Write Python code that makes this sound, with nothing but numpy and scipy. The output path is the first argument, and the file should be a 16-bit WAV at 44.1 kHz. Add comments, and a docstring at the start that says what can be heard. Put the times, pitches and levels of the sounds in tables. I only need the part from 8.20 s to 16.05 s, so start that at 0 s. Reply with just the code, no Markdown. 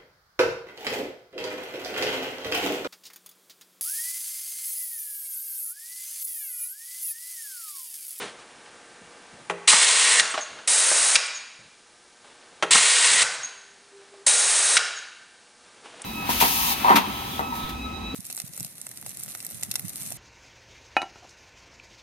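"""An air-driven fry cutter on a steel bench in a hard-walled workshop cuts two potatoes over ventilation and buzz.
For each cut the wire guard knocks shut (rattle and modes) and the valve vents a sharp hiss (coloured noise)
while the ram drives the potato through the knives, which crack in bursts of noise; the stop clacks, last air whistles.
Pieces bump on a plastic tub; the ram returns with a thinner hiss and bounces on its rear stop.
A groan precedes the second return; rubbing, soft bumps, a hinge tick and a clink come last."""
import sys
import numpy as np
from scipy import signal
from scipy.fft import rfft, irfft
from scipy.io import wavfile
from scipy.ndimage import uniform_filter1d, minimum_filter1d

SR = 44100
rng = np.random.default_rng(int(sys.argv[2]) if len(sys.argv) > 2 else 0)


def unload_wav(signal):
    """Save mono or channel-first audio to the path in sys.argv[1] as 16-bit WAV at rate SR, clipped to [-1, 1]."""
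    wavfile.write(
        sys.argv[1],
        SR,
        np.round(np.clip(np.atleast_2d(signal).T, -1, 1) * 32767).astype(np.int16),
    )


N = 346087
TIME = np.arange(N) / SR

# forward strokes: valve opens t/s, ram meets stop t/s, relative hiss level/dB,
# level offset at opening/dB, level offset at stop/dB, clack level/dB, whistle level/dB
PUSHES = [(1.473, 1.997, -11.5, -2, -0.5, 3.5, -22), (4.506, 5.019, -11.5, -0.5, 0, -2, -22.5)]
# return strokes: same columns
RETURNS = [(2.473, 2.955, -12, 1.5, 0.82, 7.4, -24.5), (6.063, 6.568, -13.6, 4.9, 2.9, 6.9, -31.5)]
# wire guard knocking on the frame: t/s, rattle level/dB, ring level/dB
GUARD_KNOCKS = [(.002, -45, -41), (1.298, -22, -21.5), (4.425, -11.5, -20)]
# potato bursting through the knives: t/s, level/dB
CUTS = [(1.533, -8), (4.555, -5)]
# spectrum of steel meeting steel: f/Hz, density/dB per Hz
STEEL_COLOUR = [(60, -39), (300, -13.5), (800, -21), (1400, 6), (2600, 6.5), (4000, 5), (6000, 4.5),
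                (7500, -11), (10000, -38)]


def from_db(db):
    """Decibels to gain."""
    return 10 ** (np.asarray(db) / 20)


def rms_one(x):
    """Scale to rms 1."""
    return x / np.sqrt(np.mean(x ** 2) + 1e-20)


def at_hz(points, hz):
    """Read a table along log frequency."""
    freq, value = np.transpose(points)
    return np.interp(np.log(np.maximum(hz, 1)), np.log(freq), value)


def add(track, s, sound):
    """Mix a sound into a track at time s."""
    start = max(round(s * SR), 0)
    track[start:start + len(sound)] += sound[:max(N - start, 0)]


def drift(rate_hz):
    """Random wander: normal knots of spread 1 at the given rate, joined by lines."""
    knots = rng.standard_normal(N // 20)
    return np.interp(TIME * rate_hz, np.arange(len(knots)), knots)


def colour(x, spectrum, peaks=(), size=4096):
    """Minimum-phase filter with the given slope and resonances; white noise keeps its power."""
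    hz = np.arange(size // 2 + 1) * SR / size
    db = at_hz(spectrum, hz)
    for centre_hz, width_hz, lift_db in peaks:
        db = db + lift_db / (1 + (2 * (hz - centre_hz) / width_hz) ** 2)
    # fold the cepstrum to make the response causal
    cepstrum = irfft(np.log(from_db(db)))
    cepstrum[1:size // 2] *= 2
    cepstrum[size // 2 + 1:] = 0
    response = irfft(np.exp(rfft(cepstrum)))
    return signal.oaconvolve(x, response / np.linalg.norm(response))[:len(x)]


def noise(spectrum, peaks=()):
    """Coloured noise of rms 1."""
    return rms_one(colour(rng.standard_normal(N), spectrum, peaks))


def tone(hz, waver_hz):
    """A slightly unsteady sine of rms 1."""
    pitch_hz = hz + waver_hz * drift(25)
    return np.sqrt(2) * np.sin(2 * np.pi * np.cumsum(pitch_hz) / SR)


def blows(hits, spectrum, t60, crack, peaks=(), size=N):
    """Each blow is a sharp contact (one sample) followed by a dense, quickly dying rattle."""
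    t, out = TIME[:SR // 2], np.zeros(size)
    for s, db, *_ in hits:
        rattle = from_db(-60 * t / t60) * rng.standard_normal(len(t))
        rattle[0] = crack
        add(out, s, from_db(db) * rattle)
    return colour(out, spectrum, peaks)


def ringing(hits, modes):
    """Struck metal rings in its modes, each time a little differently; last hit column is ring level/dB."""
    t, out = TIME[:SR * 3 // 4], np.zeros(N)
    for s, *_, ring_db in hits:
        for k, (hz, db, t60) in enumerate(modes):
            level_db = ring_db + db + rng.normal()
            decay = from_db(level_db - 60 * t / t60)
            add(out, s, (-1) ** k * decay * np.cos(2 * np.pi * hz * t))
    return out


def rebounds(hits, gap_s, loss_db, count):
    """Each hit becomes a run of ever softer contacts."""
    return [(s + k * gap_s, db - k * loss_db) for s, db, *_ in hits for k in range(count)]


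def swells(rows, attack_s, release_s):
    """Gain over time: each row (start/s, end/s, level/dB) rises, holds and dies away."""
    gain = np.zeros(N)
    for start, end, db in rows:
        rise = np.clip((TIME - start) / attack_s, 0, 1)
        gain += from_db(db) * rise * np.exp(-np.maximum(TIME - end, 0) / release_s)
    return gain


def stops(strokes):
    """When and how hard the ram meets its stop: (t/s, level/dB)."""
    return [(stop, clack_db) for _, stop, *_, clack_db, _ in strokes]


def background():
    """Ventilation noise and an electrical buzz of unsteady partials on twice the mains frequency."""
    # ventilation spectrum: f/Hz, density/dB per Hz
    floor = [(30, -15), (80, -8), (140, -7.5), (200, -0.5), (450, 1), (900, 0), (1600, -1.5), (2200, -6.5),
             (3500, -17), (6000, -12.5), (10000, -13)]
    # buzz partials: multiple of 120 Hz, relative level/dB
    partials = [(2, -72), (3, -70), (4, -63.5), (5, -75.5), (6, -68), (7, -65.5), (8, -85), (10, -65.5),
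                (11, -70), (12, -76), (13, -61.5), (14, -67), (15, -66.5), (19, -66.5), (20, -77),
                (23, -68.5)]
    buzz = sum(from_db(db) * tone(k * 120, waver_hz=4.73) for k, db in partials)
    return from_db(-52) * noise(floor) + from_db(-1) * buzz


def handling_rubs():
    """Sleeve and hands rub about the machine: swelling, uneven coloured noise."""
    # movements: start t/s, end t/s, level/dB
    moves = [(-.03, .05, -35.5), (.17, 1.28, -54.5), (2.25, 2.6, -41), (4.03, 4.09, -45.5),
             (4.17, 4.38, -53), (5.75, 6.05, -53), (7.42, 7.6, -51.5), (7.62, 7.85, -44.5)]
    # rubbing spectrum: f/Hz, density/dB per Hz
    rub_colour = [(50, -27), (130, -11), (230, -5.5), (450, 1.5), (700, -3), (1000, -2.5), (1600, -5),
                  (3000, -5), (6000, -14.5), (10000, -15.5)]
    envelope = swells(moves, attack_s=0.031, release_s=0.069)
    return envelope * noise(rub_colour) * from_db(1.4 * drift(35))


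def pressure_groan():
    """A soft, nearly steady tone while the cylinder holds pressure: faint, then in two swells."""
    # groans: start t/s, end t/s, level/dB
    groans = [(5.24, 5.9, -59), (5.715, 5.8, -45), (5.91, 6.02, -46.5)]
    envelope = swells(groans, attack_s=0.02, release_s=0.031)
    return envelope * tone(397, waver_hz=5.15) * from_db(1.5 * drift(24))


def hinge_ticks():
    """A small bright tick of the guard's hinge: a short treble rattle."""
    # ticks: t/s, level/dB
    ticks = [(7.818, -17.5)]
    # tick spectrum: f/Hz, density/dB per Hz
    tick_colour = [(300, -25), (3000, -14), (6000, -4), (9500, 2)]
    return blows(ticks, tick_colour, t60=0.023, crack=1.5)


def bench_thuds():
    """The bench answers each cut, knock, forward stop and shove with a dull thud; shoves rock back once."""
    # shoves: t/s, level/dB
    shoves = [(.815, -52.5), (1.13, -49), (2.3, -44.5), (3.39, -45.5), (4.915, -37), (5.18, -47.5),
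              (6.065, -43)]
    # thud spectrum: f/Hz, density/dB per Hz
    thud_colour = [(30, -18.5), (90, -7), (175, -1), (280, -7.5), (700, -10), (3000, -58)]
    cuts = [(s, db - 39) for s, db in CUTS]
    knocks = [(s, db - 31) for s, db, _ in GUARD_KNOCKS]
    landings = [(s, -38) for s, _ in stops(PUSHES)]
    rocking = rebounds(shoves, gap_s=0.056, loss_db=7.5, count=2)
    return blows(cuts + knocks + landings + rocking, thud_colour, t60=0.38, crack=3)


def tub_bumps():
    """Potato and hands bump on tub and tray: hollow knocks pitched by spot, each with a softer second touch."""
    # bumps: t/s, level/dB, pitch of the spot f/Hz
    bumps = [(.46, -43.5, 700), (2.142, -14, 1100), (2.177, -10.5, 656), (2.387, -28, 1500),
             (2.714, -12, 620), (4.045, -43, 900), (4.91, -18, 400), (5.81, -44, 700), (5.94, -41.5, 700),
             (7.657, -33.5, 700), (7.74, -40, 650), (7.797, -37, 500)]
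    # bump spectrum: f/Hz, density/dB per Hz
    bump_colour = [(60, -30.5), (200, -15), (400, -7.5), (650, -6), (1200, -1), (2500, -3.5), (5000, -10),
                   (10000, -35)]
    # hollow resonances of the plastic tub: f/Hz, width/Hz, lift/dB
    tub = [(250, 50, 7), (605, 90, 6), (805, 150, 6.5)]
    out = np.zeros(N)
    for s, db, spot_hz in bumps:
        touches = rebounds([(0, db)], gap_s=.013, loss_db=8.5, count=2)
        peaks = tub + [(spot_hz, 390, 9)]
        add(out, s, blows(touches, bump_colour, t60=0.067, crack=2.2, peaks=peaks, size=SR))
    return out


def guard_knocks():
    """The wire guard falls shut and rebounds once: a rattle, a bright bite on steel, a low chattering ring."""
    # rattle spectrum: f/Hz, density/dB per Hz
    guard_colour = [(60, -43), (170, -16), (300, -4.5), (600, 0), (1100, 3), (1900, -2.5), (2900, -6.5),
                    (4500, -18.5), (10000, -20.5)]
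    # guard modes: f/Hz, relative level/dB, t60/s
    guard_modes = [(173.5, -16.5, 0.36), (346, -15, 0.3), (405, -11.5, 0.42), (461, -14.5, 0.45),
                   (511, -11.5, 0.32), (623, -9.5, 0.26), (830, -8.5, 0.15), (938, -18.5, .25),
                   (1125, -9, 0.11), (1526, -22, 0.17), (1660, -23, .16), (1800, -19, .12),
                   (2460, -27, .08)]
    # bright bite of wire on steel: f/Hz, width/Hz, lift/dB
    guard_bite = [(2850, 1100, 11)]
    contacts = rebounds(GUARD_KNOCKS, gap_s=.007, loss_db=5, count=2)
    rattle = blows(contacts, guard_colour, t60=0.073, crack=1.8)
    # 1.38 dB of bite per dB of knock: harder knocks are brighter
    bites = [(s, 1.38 * db + 1.5) for s, db in contacts]
    bite = blows(bites, STEEL_COLOUR, t60=0.039, crack=1.5, peaks=guard_bite)
    chatter = from_db(2 * drift(70))  # loose wires make the ring uneven
    return rattle + bite + ringing(GUARD_KNOCKS, guard_modes) * chatter


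def potato_cuts():
    """Each potato cracks three times on the knives: its skin, its body, its tail end."""
    # crack spectrum: f/Hz, density/dB per Hz
    cut_colour = [(60, -30), (180, -3), (400, -13.5), (900, 4.5), (1600, 2.5), (3000, -11), (6000, -4),
                  (10000, -10)]
    skins = [(s - 0.0065, db - 8.5) for s, db in CUTS]
    tails = [(s + .025, db - 6.5) for s, db in CUTS]
    return blows(skins + CUTS + tails, cut_colour, t60=0.05, crack=1.7)


def ram_clacks():
    """The ram kicks off, lands dead on the front stop and bounces on the rear one; loose steel parts clink."""
    # ram modes: f/Hz, relative level/dB, t60/s
    ram_modes = [(1223, -0.5, 0.0067), (1440, -22.5, 0.6), (1557, -22.5, 0.49), (2050, -14, .08),
                 (2740, -11.5, 0.1), (3560, -20.5, .07), (3930, -10, 0.14), (3880, -34.5, .2),
                 (5770, -16.5, .04)]
    # clinks: t/s, level/dB
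    clinks = [(4.995, -16), (7.842, -31)]
    kicks = [(start + .0065, -18, -8.5) for start, *_ in PUSHES]  # t/s, contact/dB, ring/dB
    bounces = rebounds(stops(RETURNS), gap_s=.0055, loss_db=7.5, count=3)
    contacts = kicks + stops(PUSHES) + bounces + clinks
    rings = kicks + [(s, -5.5) for s, _ in stops(PUSHES + RETURNS)] + clinks
    return blows(contacts, STEEL_COLOUR, t60=0.018, crack=1.1) + ringing(rings, ram_modes)


def whistles(strokes, notes, waver_hz, breathy):
    """After each stop the last air sings in the valve gap: short notes gliding in pitch, the second lower."""
    out = np.zeros(N)
    waver = waver_hz * drift(900)
    for _, stop, *_, whistle_db in strokes:
        for delay_s, length_s, start_hz, end_hz, db in notes:
            part = np.clip((TIME - stop - delay_s) / length_s, 0, 1)
            on = np.flatnonzero((part > 0) & (part < 1))
            pitch_hz = end_hz + (start_hz - end_hz) * (1 - part[on]) ** 2 + waver[on]
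            note = np.sqrt(2) * np.sin(2 * np.pi * np.cumsum(pitch_hz) / SR)
            out[on] += from_db(whistle_db + db) * np.sqrt(np.sin(np.pi * part[on])) * note
    return out * (1 + breathy * drift(700))


def valve_whistles():
    """Dying pressure sounds two notes in each port."""
    # notes: delay after stop/s, length/s, start f/Hz, end f/Hz, level re stroke's whistle/dB
    push_notes = [(0.102, .035, 8200, 8500, -6.5), (0.21, 0.033, 6640, 6500, 1)]
    # same columns
    return_notes = [(.097, .023, 8650, 8540, -1.5), (.191, 0.0414, 6980, 6450, 0.65)]
    push_whistle = whistles(PUSHES, push_notes, waver_hz=100, breathy=0.78)
    return push_whistle + whistles(RETURNS, return_notes, waver_hz=150, breathy=0.62)


def air_flow(strokes, overrun_s, open_s, settle_s, stop_shift_s, shut_s):
    """Valve opens: level starts higher or lower, settles to a steady blow, may shift at the stop, ends fast."""
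    flow = np.zeros(N)
    for start, stop, db, opening_db, at_stop_db, *_ in strokes:
        since = np.maximum(TIME - start, 0)
        left = stop + overrun_s - TIME  # air flows on briefly after the ram stops
        gate = np.minimum(since / open_s, 1) ** 2 * np.exp(np.minimum(left, 0) / shut_s)
        opening_shift_db = opening_db * np.exp(-since / settle_s)
        stop_shift_db = at_stop_db * np.exp(-np.abs(left) / stop_shift_s)
        flow += gate * from_db(db + opening_shift_db + stop_shift_db)
    return flow


def port_song(flow):
    """The forward port's narrow, breathy resonance grows as the ram nears its stop."""
    song_hz, width_hz = 1955, 170
    nearness = sum(np.exp(-np.abs(TIME - stop) / 0.077) for _, stop, *_ in PUSHES)
    resonance = signal.iirpeak(song_hz, song_hz / width_hz, fs=SR)
    breath = rms_one(signal.lfilter(*resonance, rng.standard_normal(N)))
    return from_db(-2) * flow * nearness * breath


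def jet(flow, spectrum, peaks, flutter_db):
    """Turbulent air through an exhaust port: resonant noise with fluttering level."""
    return flow * noise(spectrum, peaks) * from_db(flutter_db * drift(220))


def exhaust_hiss(push, back):
    """Air vents through the forward and return ports, each with its own spectrum and resonances."""
    # port spectra: f/Hz, density/dB per Hz
    push_air = [(60, -31), (200, -48.5), (420, -7), (700, -20), (1000, 1), (1400, -8), (2200, 1.5),
                (3500, 5), (5400, 2), (7000, 3), (8200, 7), (10000, 0.5)]
    return_air = [(60, -33.5), (200, -38), (350, -17.5), (550, -6), (1100, -8.5), (2400, -4.5),
                  (3400, -3.5), (5000, -1.5), (7000, 1), (8300, 6), (10000, 1.5)]
    # port resonances: f/Hz, width/Hz, lift/dB
    push_port = [(1130, 40, 3.7), (1875, 126, 12), (2170, 150, 7.1), (2780, 220, 3.3), (3100, 34, 1.4),
                 (4060, 140, 4.3), (6300, 56, 2.7), (6700, 50, 2.8), (7750, 74, 3.6), (7560, 170, 2.5),
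                 (9340, 260, 5.9), (8840, 120, 5.6)]
    return_port = [(1450, 50, 1), (1886, 50, 12), (2150, 80, 4.4), (3870, 150, 7.8), (4380, 88, 2.9),
                   (5600, 100, 1.7), (6470, 180, 5.3), (7240, 170, 3.1), (8950, 430, 5.3), (9760, 70, 3.9),
                   (9880, 70, 7.4)]
    push_hiss = from_db(4.0) * jet(push, push_air, push_port, flutter_db=1.4)
    return push_hiss + from_db(4.5) * jet(back, return_air, return_port, flutter_db=0.9)


def thrown_air(push, back):
    """The jet thrown away from the bench into the hall, coloured by bench and frame resonances."""
    # thrown spectrum: f/Hz, density/dB per Hz
    thrown_colour = [(80, -34), (250, -15.5), (480, -2.5), (700, -0.5), (1050, 1), (1500, 2.5), (2200, 2.5),
                     (3500, -1), (5500, 0), (7500, 3), (10000, -2)]
    # bench and machine frame resonances: f/Hz, width/Hz, lift/dB
    frame = [(492, 45, 5), (646, 13, 7), (1420, 250, 1), (1556, 120, 3), (3830, 200, 0), (4930, 400, 1),
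             (8760, 280, 2.5)]
    return (from_db(-5.5) * push + from_db(-7.0) * back) * noise(thrown_colour, frame)


def hall(x, build_s, count=12):
    """Diffuse echoes build up, then die band by band, the high treble fastest."""
    # hall decay: f/Hz, t60/s
    hall_t60 = [(150, 0.77), (500, 0.77), (1500, 0.99), (4000, 0.9), (7000, 0.69), (10000, 0.59)]
    t = TIME[:SR * 3 // 2]
    white, hz = rfft(rng.standard_normal(len(t))), np.fft.rfftfreq(len(t), 1 / SR)
    edges_hz = np.geomspace(80, 11000, count + 1)
    tail = np.zeros(len(t))
    for low, high in zip(edges_hz, edges_hz[1:]):
        band = irfft(white * (hz >= low) * (hz < high), len(t))
        tail += band * from_db(-60 * t / at_hz(hall_t60, np.sqrt(low * high)))
    tail *= 1 - np.exp(-t / build_s)
    return signal.oaconvolve(x, tail / np.linalg.norm(tail))[:N]


def scene():
    """Air, blows and handling close by; the hall answers jet, whistles, ram, guard and potatoes."""
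    push = air_flow(PUSHES, overrun_s=0.011, open_s=0.0037, settle_s=0.11, stop_shift_s=0.046, shut_s=0.0027)
    back = air_flow(RETURNS, overrun_s=0.011, open_s=0.0033, settle_s=0.033, stop_shift_s=0.034,
                    shut_s=0.00061)
    whistle, ram, guard = valve_whistles(), ram_clacks(), guard_knocks()
    potato = potato_cuts() + tub_bumps()
    sent = thrown_air(push, back) + from_db(-12.5) * whistle + from_db(-11.5) * ram
    sent += from_db(-13.5) * guard + from_db(-15.5) * potato
    mix = background() + handling_rubs() + pressure_groan() + hinge_ticks() + bench_thuds()
    mix += potato + guard + ram + whistle
    mix += port_song(push) + exhaust_hiss(push, back) + hall(sent, build_s=0.015)
    return np.tile(mix, (2, 1))


def gain_control(x, threshold_db, share, attack_s, release_db_per_s):
    """The gain ducks soon after a loud sound starts and creeps back afterwards."""
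    pole = np.exp(-1 / (attack_s * SR))
    power = signal.lfilter([1 - pole], [1, -pole], x ** 2)
    over_db = np.maximum(10 * np.log10(power + 1e-12) - threshold_db, 0)
    cut_db = np.clip(share, 0, 1) * over_db
    # hold each cut, then let it go at a steady rate
    ramp_db = release_db_per_s * TIME
    held_db = np.maximum.accumulate(cut_db + ramp_db) - ramp_db
    return from_db(-signal.lfilter([1 - pole], [1, -pole], held_db))


def limiter(x, top, size):
    """The gain dips briefly around peaks that would overload; size in samples."""
    room_left = np.minimum(1, top / (np.abs(x) + 1e-9))
    return x * uniform_filter1d(minimum_filter1d(room_left, size), size)


def record(dry):
    """One microphone on both channels: automatic gain, own hiss, treble cut-off, limited peaks."""
    # microphone hiss spectrum: f/Hz, density/dB per Hz
    mic_hiss = [(60, -7.5), (1000, -4.5), (4000, 2.5), (10000, -1.5)]
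    cutoff_hz = 10120
    top_cut = signal.ellip(12, .1, 80, cutoff_hz, fs=SR, output="sos")
    gain = gain_control(dry[0], threshold_db=-22.5, share=0.6, attack_s=0.05, release_db_per_s=5.0)
    x = signal.sosfilt(top_cut, dry * gain + from_db(-54.5) * noise(mic_hiss))
    limited = limiter(x, top=.85, size=60)
    return signal.sosfiltfilt(top_cut, limited)


dry = scene()
out = record(dry)
unload_wav(out)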